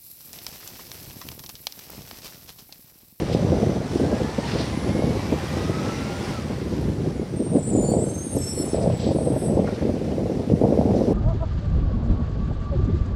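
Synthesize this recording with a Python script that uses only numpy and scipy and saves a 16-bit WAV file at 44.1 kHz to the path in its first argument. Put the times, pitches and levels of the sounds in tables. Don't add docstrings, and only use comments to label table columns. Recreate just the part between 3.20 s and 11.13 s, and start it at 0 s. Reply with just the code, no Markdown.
import sys
import numpy as np
from scipy import signal
from scipy.fft import rfft, irfft, next_fast_len
from scipy.io import wavfile
from scipy.ndimage import uniform_filter1d, minimum_filter1d, map_coordinates

SR = 44100
rng = np.random.default_rng(int(sys.argv[2]) if len(sys.argv) > 2 else 0)


def persist_wave(psi):
    counts = np.round(np.clip(psi, -1, 1) * 32767).astype(np.int16)
    wavfile.write(sys.argv[1], SR, np.atleast_2d(counts).T)


def magnitude_from_level(level_db):
    exponent = np.asarray(level_db, float) / 20
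    return 10 ** exponent


N = 349817

# start_s, peak_db, pitch_hz
EDDIES = [(0.098, -13.5, 533), (0.148, -9.5, 483), (0.223, -14, 462), (0.319, -13, 434),
          (0.383, -14, 480), (0.462, -9.5, 315), (0.756, -7.5, 323), (0.796, -12, 393),
          (1.045, -12, 229), (1.181, -14, 199), (1.572, -12, 262), (1.643, -14.5, 258),
          (1.822, -12.5, 595), (2.123, -12, 264), (3.007, -18.5, 328), (3.296, -17, 254),
          (3.679, -12.5, 222), (3.829, -20, 241.6), (3.87, -13, 337), (3.995, -12, 350),
          (4.316, -11.5, 201), (4.353, -9, 430), (4.55, -6, 250), (4.627, -11, 450),
          (4.717, -11, 430), (4.768, -14, 503), (4.839, -14, 396), (5.066, -16.5, 290),
          (5.167, -10.5, 277), (5.399, -12, 324), (5.532, -10, 329), (5.545, -6, 512),
          (5.571, -15, 560), (5.61, -22, 523), (5.66, -10.5, 556), (5.7, -13, 597), (5.947, -9, 352),
          (5.986, -10.5, 590), (6.102, -10, 298), (6.219, -25, 470), (6.296, -9, 229),
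          (6.39, -8.5, 570), (6.651, -12, 350), (6.738, -10.5, 247), (6.981, -12.5, 477),
          (7.097, -10.5, 450), (7.272, -11.5, 220), (7.299, -10, 471), (7.372, -15, 400),
          (7.412, -6.5, 300), (7.436, -4.5, 488), (7.468, -15, 436), (7.522, -11.5, 298),
          (7.574, -6, 445), (7.612, -7.5, 608), (7.652, -6.5, 290), (7.736, -13, 514),
          (7.836, -11, 301), (7.879, -12, 448)]
# start_s, peak_db, pitch_hz
MORE_EDDIES = [(0.399, -16, 374), (0.489, -13, 202), (4.573, -6.5, 273), (4.687, -10.5, 297),
               (4.737, -11, 563), (5.888, -9.5, 278), (6.049, -17, 288), (6.369, -8, 310),
               (7.334, -7.5, 237), (7.587, -10, 275), (7.764, -10, 223), (7.806, -12, 202),
               (7.904, -8, 347)]
# time_s, mesh_hz, load_db
DRIVE_TRAIN = [(0, 639, -43.5), (.62, 717, -46), (.72, 739, -44.5), (1.3, 948, -41), (1.9, 1118, -42.5),
               (2.35, 1221, -41), (3.1, 1447, -40.5), (3.25, 1141, -45.5), (3.6, 937, -48),
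               (4.2, 625, -52.5), (5, 603, -53), (5.4, 601, -49.5), (6.3, 602, -52), (6.7, 597, -49.5),
               (7, 597, -51.5), (7.93, 602, -51)]


def unit(x):
    return x / np.sqrt(np.mean(x ** 2) + 1e-20)


def curves(rows):
    s, *cols = np.transpose(rows)
    return [np.interp(np.arange(N) / SR, s, c) for c in cols]


def along(points, hz):
    f, db = np.transpose(points)
    return np.interp(np.log(hz), np.log(f), db)


def wobble(rate_hz, size=N):
    knots = rng.standard_normal(int(size * rate_hz / SR) + 4)
    return map_coordinates(knots, [np.arange(size) * rate_hz / SR])


def coloured(x, points):
    m = next_fast_len(len(x) + 8192)
    f, db = np.transpose(points)
    gain = magnitude_from_level(np.interp(np.log(np.fft.rfftfreq(m, 1 / SR) + 1), np.log(f + 1), db))
    return unit(irfft(rfft(x, m) * gain, m)[:len(x)])


def patchy(patchy_db):
    z = signal.stft(rng.standard_normal(N + 512), nperseg=512)[2]
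    field = uniform_filter1d(rng.standard_normal(z.shape), 6, 0)
    field = uniform_filter1d(field, 10, 1)
    return signal.istft(z * magnitude_from_level(patchy_db * unit(field)), nperseg=512)[1][:N]


def fuzzy_tone(hz, spread, shake_db, rate_hz):
    turns = np.cumsum(hz * (1 + spread * wobble(rate_hz, size=len(hz)))) / SR
    shake = magnitude_from_level(shake_db * wobble(rate_hz / 2, size=len(hz)))
    return unit(shake * np.sin(2 * np.pi * (turns + rng.random())))


def swell(peak_s, rise_s, fall_s, reach, edge=1.72):
    start = max(round((peak_s - reach * abs(rise_s)) * SR), 0)
    end = min(round((peak_s + reach * abs(fall_s)) * SR), N)
    t = np.arange(start, end) / SR - peak_s
    return start, t, magnitude_from_level(-13 * np.abs(t / np.where(t < 0, rise_s, fall_s)) ** edge)


def bursts(rate_hz, spread_db, life_s):
    kicks = (rng.random(N) < rate_hz / SR) * magnitude_from_level(spread_db * rng.standard_normal(N))
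    t = np.arange(SR // 10) / SR
    return signal.fftconvolve(kicks, np.exp(-t / life_s) * (1 - np.exp(-t / 0.0022)))[:N]


def even(x, span_s):
    return x / np.sqrt(np.abs(uniform_filter1d(x ** 2, round(span_s * SR))) + 1e-3)


def gusts():
    # peak_s, flutter_db, half_length_s, flap_over_flutter_db
    gust_rows = [(0, -23, 0.048, -4), (0.142, -27, 0.093, -4), (0.38, -23.5, 0.28, -3.5),
                 (0.794, -23, 0.11, -7), (0.918, -25, 0.19, -4), (1.188, -27, 0.024, 1),
                 (1.376, -26.5, 0.098, -4.5), (1.806, -23.5, 0.27, -7.5), (2.13, -24.5, 0.028, -4),
                 (2.363, -29.5, 0.027, -5), (2.61, -29.5, 0.41, -7.5), (3.052, -30.5, 0.083, -18),
                 (3.304, -27, 0.03, -8), (3.6, -27, 0.23, -19), (3.85, -31, 0.18, -9.5),
                 (4.211, -23, 0.088, -12.5), (4.359, -18.5, 0.045, -6.5), (4.566, -19, 0.082, -11),
                 (4.731, -22.5, 0.19, -3), (5.172, -27.5, 0.049, -3), (5.422, -26.5, 0.081, -8),
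                 (5.636, -26, 0.14, 1.5), (5.903, -22.5, 0.11, -4), (6.09, -26, 0.14, 0.5),
                 (6.384, -23.5, 0.21, -3), (6.674, -25, 0.097, -5), (6.997, -26, 0.48, -5.5),
                 (7.329, -18.5, 0.033, -10), (7.457, -22, 0.1, -0.5), (7.83, -20, 0.46, -3.5)]
    # peak_s, level_db, half_length_s
    heaves = [(1.8, 2, 0.18), (3.83, 2.5, 0.17), (5.7, 8.5, 0.094), (0.24, 4.5, 0.22), (2.36, 2, .08),
              (6.12, 3, 0.091), (7.35, 4, 0.087), (7.65, 2.5, 0.064), (3.7, 3, .1), (1.95, 2, .1),
              (5.45, -3, .1), (4.3, -3.5, 0.16), (7.2, -2.5, 0.065), (1.48, 1.5, .1), (5.2, 2, 0.079)]
    lull_db, lull_flap_db, rise_over_fall = -33, -9.5, 0.95
    rumble_mean_db, rumble_growth, rumble_lag_s = -29.5, 0.68, 0.13
    flutter = np.full(N, magnitude_from_level(2 * lull_db))
    flap = np.full(N, magnitude_from_level(2 * (lull_db + lull_flap_db)))
    for peak_s, db, half_s, flap_db in gust_rows:
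        start, t, gain = swell(peak_s, rise_over_fall * half_s, half_s, reach=2)
        flutter[start:start + len(t)] += (magnitude_from_level(db) * gain) ** 2
        flap[start:start + len(t)] += (magnitude_from_level(db + flap_db) * gain) ** 2
    slow_db = 10 * np.log10(np.abs(uniform_filter1d(flutter, round(rumble_lag_s * SR))) + 1e-9)
    t = np.arange(N) / SR
    heave_db = sum(db * np.exp(-((t - s) / half_s) ** 2) for s, db, half_s in heaves)
    rumble_db = rumble_mean_db + rumble_growth * (slow_db - slow_db.mean()) + heave_db
    return np.sqrt(flutter), np.sqrt(flap), rumble_db


def stalls():
    hush_db, hush_s, wake_db, wake_s = -7, 0.0092, 2, .014
    marks, t = np.zeros(N), np.arange(-SR // 20, SR // 20 + 1) / SR
    marks[(np.array(EDDIES + MORE_EDDIES)[:, 0] * SR).astype(int)] = 1
    hush = hush_db * np.exp(-(t / hush_s) ** 2)
    wake = wake_db * np.exp(-np.abs(t) / wake_s)
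    steps_db = signal.fftconvolve(marks, np.where(t < 0, hush, wake), "same")
    return magnitude_from_level(signal.fftconvolve(steps_db, np.hanning(201) / 100, "same"))


def wind():
    # freq_hz, density_db
    rumble_points = [(20, -50), (35, -25), (50, -4), (75, 3.5), (150, 5), (210, -6.5), (320, -43),
                     (600, -120)]
    # freq_hz, density_db
    flutter_points = [(90, -45), (150, -5.5), (200, 2), (380, -3.5), (500, -11.5), (700, -38), (1400, -120)]
    # freq_hz, density_db
    flap_points = [(250, -43), (370, -13.5), (460, 2), (650, -5), (850, -15.5), (1100, -28.5), (1600, -61),
                   (3000, -120)]
    flutter_gain, flap_gain, rumble_db = gusts()
    lumps = 0.38 + bursts(rate_hz=70, spread_db=2.2, life_s=0.0064)
    rumble = coloured(magnitude_from_level(1.3 * wobble(15)) * lumps ** 0.4 * rng.standard_normal(N), rumble_points)
    flutter = coloured(magnitude_from_level(2.1 * wobble(35)) * lumps ** 0.82 * rng.standard_normal(N), flutter_points)
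    flap = coloured(magnitude_from_level(1.26 * wobble(60)) * lumps ** 0.87 * rng.standard_normal(N), flap_points)
    fast = flutter_gain * even(flutter, span_s=.08) + flap_gain * even(flap, span_s=.07)
    slow = magnitude_from_level(rumble_db) * even(rumble, span_s=0.16)
    return magnitude_from_level(1.4 * wobble(22)) * (slow + stalls() * fast)


def overrun():
    return np.clip((np.arange(N) / SR - 3.14) / .1, 0, 1)


def engine():
    # mesh_hz, level_db
    firing = [(600, -64), (660, -44), (800, -42), (950, -35), (1080, -36.5), (1230, -34), (1330, -41),
              (1450, -41)]
    # freq_hz, density_db
    casing = [(410, 3), (700, -2), (818, 2), (931, -4.5), (994, -1.5), (1290, -6), (1560, -7.5), (2000, -7),
              (2920, -11.5), (5880, -13), (6440, -16.5), (12200, -31), (15600, -46)]
    mesh_hz, load_db = curves(DRIVE_TRAIN)
    firings = np.cumsum(mesh_hz / 14) / SR
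    drone = magnitude_from_level(along(firing, mesh_hz) + 0.5 + 0.83 * wobble(9.2)) * np.sin(2 * np.pi * firings)
    knock = 1 + 0.4 * np.exp(-4 * (firings % 1)) * magnitude_from_level(3.5 * wobble(60))
    clatter = coloured(knock * patchy(patchy_db=1.0), [(500, -37)] + casing)
    return drone + magnitude_from_level(load_db + 4.5 + 0.57 * wobble(9)) * clatter


def gears():
    # mesh_hz, level_db
    mesh = [(620, -70), (720, -48), (830, -44), (940, -44), (1040, -51), (1150, -55), (1290, -42),
            (1380, -47), (1450, -50)]
    # mesh_hz, level_db
    second = [(670, -80), (710, -57), (830, -49.5), (900, -53), (1050, -48.5), (1200, -51), (1290, -60),
              (1400, -55), (1450, -60)]
    # mesh_hz, level_db
    side_gear = [(620, -82), (800, -65), (940, -60), (1120, -60), (1200, -50.5), (1330, -50.5), (1450, -57)]
    # mesh_hz, level_db
    third = [(660, -80), (690, -55), (800, -55), (850, -80)]
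    coast_db, second_coast_db = -4, -2.5
    mesh_hz, _ = curves(DRIVE_TRAIN)
    coasting = overrun()
    whine = fuzzy_tone(mesh_hz, spread=.013 + .005 * coasting, shake_db=3.2, rate_hz=120)
    whine *= magnitude_from_level(along(mesh, mesh_hz))
    upper = fuzzy_tone(2 * mesh_hz, spread=.01 + .01 * coasting, shake_db=2.8, rate_hz=150)
    upper *= magnitude_from_level(along(second, mesh_hz) + second_coast_db * coasting)
    side = fuzzy_tone(1.56 * mesh_hz, spread=.012, shake_db=2.8, rate_hz=120)
    upper += magnitude_from_level(along(side_gear, mesh_hz) + 2 * coast_db * coasting) * side
    top = fuzzy_tone(3 * mesh_hz, spread=.008, shake_db=3, rate_hz=150)
    upper += magnitude_from_level(along(third, mesh_hz)) * coasting * top
    whine *= magnitude_from_level(coasting * (2.5 * wobble(14) - 2))
    upper *= magnitude_from_level(2 * coasting * wobble(16))
    return magnitude_from_level(coast_db * coasting) * (whine + upper)


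def turbo():
    # time_s, pitch_hz
    speed = [
        (0, 5890),
        (.65, 6000),
        (1.35, 8770),
        (1.8, 10630),
        (3.05, 15660),
        (3.17, 15200),
        (3.4, 13350),
        (3.62, 11750),
        (4.05, 9780),
        (4.4, 8400),
    ]
    # pitch_hz, level_db
    whistle_points = [(5880, -62), (5950, -56), (6100, -61), (7000, -61.5), (8500, -59.5), (9600, -56),
                      (12200, -63), (15600, -77)]
    spool_down_db, stop_s = -9, 4.05
    coasting = overrun()
    turbo_hz, = curves(speed)
    unloaded = coasting * np.clip((14000 - turbo_hz) / 3500, .3, 1)
    level_db = along(whistle_points, turbo_hz) + spool_down_db * unloaded
    level_db -= 90 * np.maximum(np.arange(N) / SR - stop_s, 0)
    spread = .003 + (.02 - .006 * coasting) * np.clip(turbo_hz / 2000 - 3, 0, 1)
    return magnitude_from_level(level_db + wobble(14)) * fuzzy_tone(turbo_hz, spread, shake_db=3, rate_hz=900)


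def street():
    # freq_hz, density_db
    hiss = [(530, -37), (900, -1), (990, -19), (1120, -4.5), (1420, -5), (2050, -12.5), (3420, -14),
            (5990, -10.5), (6520, -13), (10500, -17), (15600, -36)]
    return magnitude_from_level(-55.0) * coloured(patchy(patchy_db=-2.0), [(600, -40)] + hiss)


def valves():
    # peak_s, level_db, fall_s, centre_hz, width_hz
    puff_rows = [(.134, -37, .022, 4100, 2200), (.132, -48, .02, 7500, 900), (.132, -56, .015, 11500, 1200),
                 (.1, -46, .05, 3500, 4000), (.55, -48, .012, 4200, 1500), (.55, -59, .008, 9300, 1500),
                 (.812, -53, .005, 9000, 4000), (.75, -49.5, 0.12, 5600, 8000),
                 (4.07, -72, .03, 13600, 300), (5.78, -54, .008, 9500, 6000), (1.33, -46, .1, 4700, 2300),
                 (1.3, -39, 0.11, 2700, 4400), (1.4, -37.5, 0.055, 4500, 900),
                 (5.55, -49, 0.049, 4330, 1500), (5.625, -45.5, 0.032, 4900, 1800),
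                 (5.71, -46, 0.026, 3000, 4700), (5.82, -42.5, 0.076, 4200, 2200),
                 (5.88, -45, 0.064, 4450, 1500), (6.479, -35.5, .012, 1450, 600),
                 (6.51, -47, .015, 1350, 400), (6.535, -45, .012, 2000, 600), (7.3, -52, .02, 2850, 300),
                 (6.79, -52, .025, 2950, 300), (6.92, -54, 0.028, 2950, 300), (6.41, -54, 0.027, 3000, 300),
                 (6.48, -52, .05, 4500, 3000), (3.615, -61, .012, 10500, 5000),
                 (4.7, -58, .015, 13000, 3000), (6.475, -46, 0.05, 2140, 250),
                 (6.551, -48, .07, 4100, 3500), (6.595, -45, 0.045, 1800, 700),
                 (6.58, -54, 0.21, 2300, 2600), (7.77, -48, 0.042, 5000, 2500),
                 (7.84, -52, 0.062, 5150, 698), (3.03, -58, 0.17, 9100, 300)]
    out = np.zeros(N)
    for peak_s, db, fall_s, hz, width_hz in puff_rows:
        start, t, gain = swell(peak_s, .75 * fall_s, fall_s, reach=1.8)
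        low_hz, high_hz = max(hz - width_hz / 2, 900), hz + width_hz / 2
        band = [(low_hz * 0.32, -22), (low_hz, -3), (hz, 0),
                (high_hz, -3), (high_hz * 1.5, -24), (high_hz * 3, -60)]
        grit = magnitude_from_level(2.2 * wobble(118.2, size=len(t))) * rng.standard_normal(len(t))
        out[start:start + len(t)] += magnitude_from_level(db) * gain * coloured(grit, band)
    return out


def eddies():
    out, t = np.zeros(N + SR), np.arange(SR // 20) / SR
    for s, db, hz in EDDIES + MORE_EDDIES:
        u = t * hz / 0.7
        push = u * u * np.exp(-1.5 * u) * np.sin(2 * np.pi * (hz * t + rng.random()))
        out[round(s * SR):][:len(t)] += magnitude_from_level(db + 9.3) * push
    return out[:N]


def brakes():
    # peak_s, pitch_hz, level_db, half_length_s, glide_hz_per_s
    bite = [(4.227, 8470, -56, 0.034, -230), (4.232, 8640, -47.5, 0.095, -11),
            (4.328, 8900, -57, 0.101, 430), (4.345, 8780, -50, 0.133, 290), (4.379, 7800, -54, 0.057, -900),
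            (4.403, 6890, -59, 0.035, -1.5), (4.431, 8000, -53, 0.059, 200), (4.471, 9250, -52, 0.079, 378),
            (4.476, 7780, -49, 0.124, 298), (4.477, 8720, -43.5, 0.053, 430),
            (4.525, 7650, -47, 0.042, -260), (4.533, 7720, -43, 0.133, 60),
            (4.606, 8950, -43.5, 0.097, 622), (4.609, 7040, -45, 0.057, -590),
            (4.651, 7120, -42, 0.13, 234), (4.663, 9500, -56, 0.057, 510), (4.683, 8900, -53, 0.033, 480),
            (4.686, 7200, -54, 0.098, -450), (4.696, 4500, -50, 0.058, 450),
            (4.698, 10610, -61, 0.064, -860), (4.704, 9010, -46.5, 0.041, -900),
            (4.706, 8800, -52, 0.056, 220), (4.712, 9070, -52, 0.085, -780), (4.728, 8030, -41, 0.042, 340),
            (4.788, 10680, -58, 0.063, 410), (4.805, 7380, -50.5, 0.171, 785),
            (4.806, 7830, -47, 0.069, -220), (4.829, 9300, -60, 0.064, 290), (4.831, 9490, -63, 0.049, 900),
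            (4.846, 8360, -45, 0.121, -100), (4.863, 8800, -54, 0.105, -320),
            (4.873, 10660, -53, 0.067, 880)]
    # peak_s, pitch_hz, level_db, half_length_s, glide_hz_per_s
    hold = [(4.969, 9530, -62, 0.059, 100), (4.977, 8540, -53, 0.115, -440),
            (4.978, 10750, -58, 0.057, -330), (4.982, 6350, -42.5, 0.12, 339),
            (5.015, 8180, -52, 0.15, 110), (5.043, 6590, -53.5, 0.139, -130),
            (5.088, 10600, -66, 0.059, -47), (5.097, 9040, -40, 0.086, 860),
            (5.148, 10010, -66, 0.099, 243), (5.166, 6420, -52.5, 0.18, -200),
            (5.224, 11380, -54, 0.125, 300), (5.25, 8300, -47, 0.151, -100),
            (5.268, 10840, -60, 0.043, 470), (5.282, 7730, -36, 0.107, 131), (5.29, 10970, -62, 0.139, 250),
            (5.299, 5380, -37, 0.091, -77), (5.308, 8930, -49, 0.12, 380), (5.314, 5670, -51, 0.04, 150),
            (5.315, 11330, -60, 0.043, 420), (5.364, 8310, -53, 0.063, -330),
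            (5.371, 9940, -51, 0.145, -330), (5.394, 8870, -56, 0.061, -10), (5.396, 4290, -56, 0.05, -10),
            (5.407, 7730, -37, 0.099, -190), (5.409, 11450, -57, 0.071, 336),
            (5.437, 9630, -45, 0.12, -380), (5.209, 5390, -50, 0.046, 0), (5.43, 5380, -47, 0.06, -110),
            (5.522, 5360, -51.5, 0.045, 0), (5.48, 8740, -61, 0.11, -130), (5.488, 6400, -53, 0.058, -170),
            (5.49, 8630, -58, 0.038, -180), (5.515, 10000, -58, 0.073, 330), (5.52, 7800, -53, 0.113, -890),
            (5.564, 7930, -51, 0.057, 540), (5.636, 8770, -53, 0.071, 78), (5.64, 7800, -56, 0.057, 1),
            (5.663, 8580, -63, 0.047, 340), (5.707, 7710, -61, 0.092, 310)]
    # peak_s, pitch_hz, level_db, half_length_s, glide_hz_per_s
    dab = [(5.803, 7860, -55, 0.136, -440), (5.837, 7650, -60, 0.089, -150), (5.935, 8780, -62, 0.081, 140),
           (5.959, 9310, -65, 0.04, -70), (5.972, 7820, -60, 0.071, -760), (6.011, 9020, -54.5, 0.098, 900),
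           (6.058, 9230, -61, 0.102, 570), (6.068, 8390, -48, 0.11, 650), (6.072, 7860, -61, 0.061, 220),
           (6.076, 10000, -59, 0.12, 0), (6.105, 8740, -58, 0.05, 720), (6.184, 8320, -62, 0.059, -230),
           (5.95, 10700, -65, .04, 300), (6.2, 12400, -66, .07, 0), (6.216, 5240, -61, 0.045, 160),
           (6.223, 8940, -56, 0.12, 170), (6.236, 8540, -46.5, 0.075, 188), (6.251, 10970, -54, 0.094, 170),
           (6.252, 7980, -48, 0.088, 30), (6.27, 9580, -59, 0.083, 740), (6.428, 8000, -64, 0.064, -280)]
    out = np.zeros(N)
    for peak_s, hz, db, half_s, glide in bite + hold + dab:
        start, t, gain = swell(peak_s, half_s, half_s, reach=1.7, edge=2.1)
        pitch_hz = hz + glide * t
        line = fuzzy_tone(pitch_hz, spread=.0013, shake_db=3.4, rate_hz=170)
        halo = fuzzy_tone(pitch_hz, spread=.009, shake_db=2.5, rate_hz=700)
        halo_db = -8 - .45 * (db + 48)
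        out[start:start + len(t)] += magnitude_from_level(db + 3) * gain * (line + magnitude_from_level(halo_db) * halo)
        if 2 * hz > 16000:
            continue
        octave = fuzzy_tone(2 * pitch_hz, spread=.004, shake_db=6, rate_hz=150)
        octave_db = db - 18 - 11 * abs(hz / 1000 - 6.4)
        out[start:start + len(t)] += magnitude_from_level(octave_db) * gain * octave
    return out


def house_fronts(x):
    echo = rng.standard_normal(SR // 3) * magnitude_from_level(-60 * np.arange(SR // 3) / SR / 0.74)
    return signal.fftconvolve(x, echo / np.linalg.norm(echo))[:N]


def scene():
    squeal, puffs = brakes(), valves()
    echoes = house_fronts(magnitude_from_level(-10) * squeal + magnitude_from_level(-6.0) * puffs)
    truck = engine() + gears() + turbo() + puffs + squeal
    return (truck + echoes + street() + wind() + eddies())[None]


def band_limit(x):
    return signal.sosfilt(signal.butter(12, 15710, fs=SR, output="sos"), x)


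def record(dry):
    # freq_hz, gain_db
    port = [(5800, -3), (5990, -2.5), (6120, -5), (6200, -5.5), (9000, -2), (12000, -3.5), (14000, -1),
            (15700, 1)]
    fade = np.minimum(1, .2 + np.arange(N)[::-1] / 200)
    x = np.std(dry) * coloured(dry[0], port) * fade
    needed = minimum_filter1d(np.minimum(1, .56 / (np.abs(x) + 1e-9)), size=601)
    return band_limit(x * uniform_filter1d(needed, size=601))


dry = scene()
out = record(dry)
persist_wave(out)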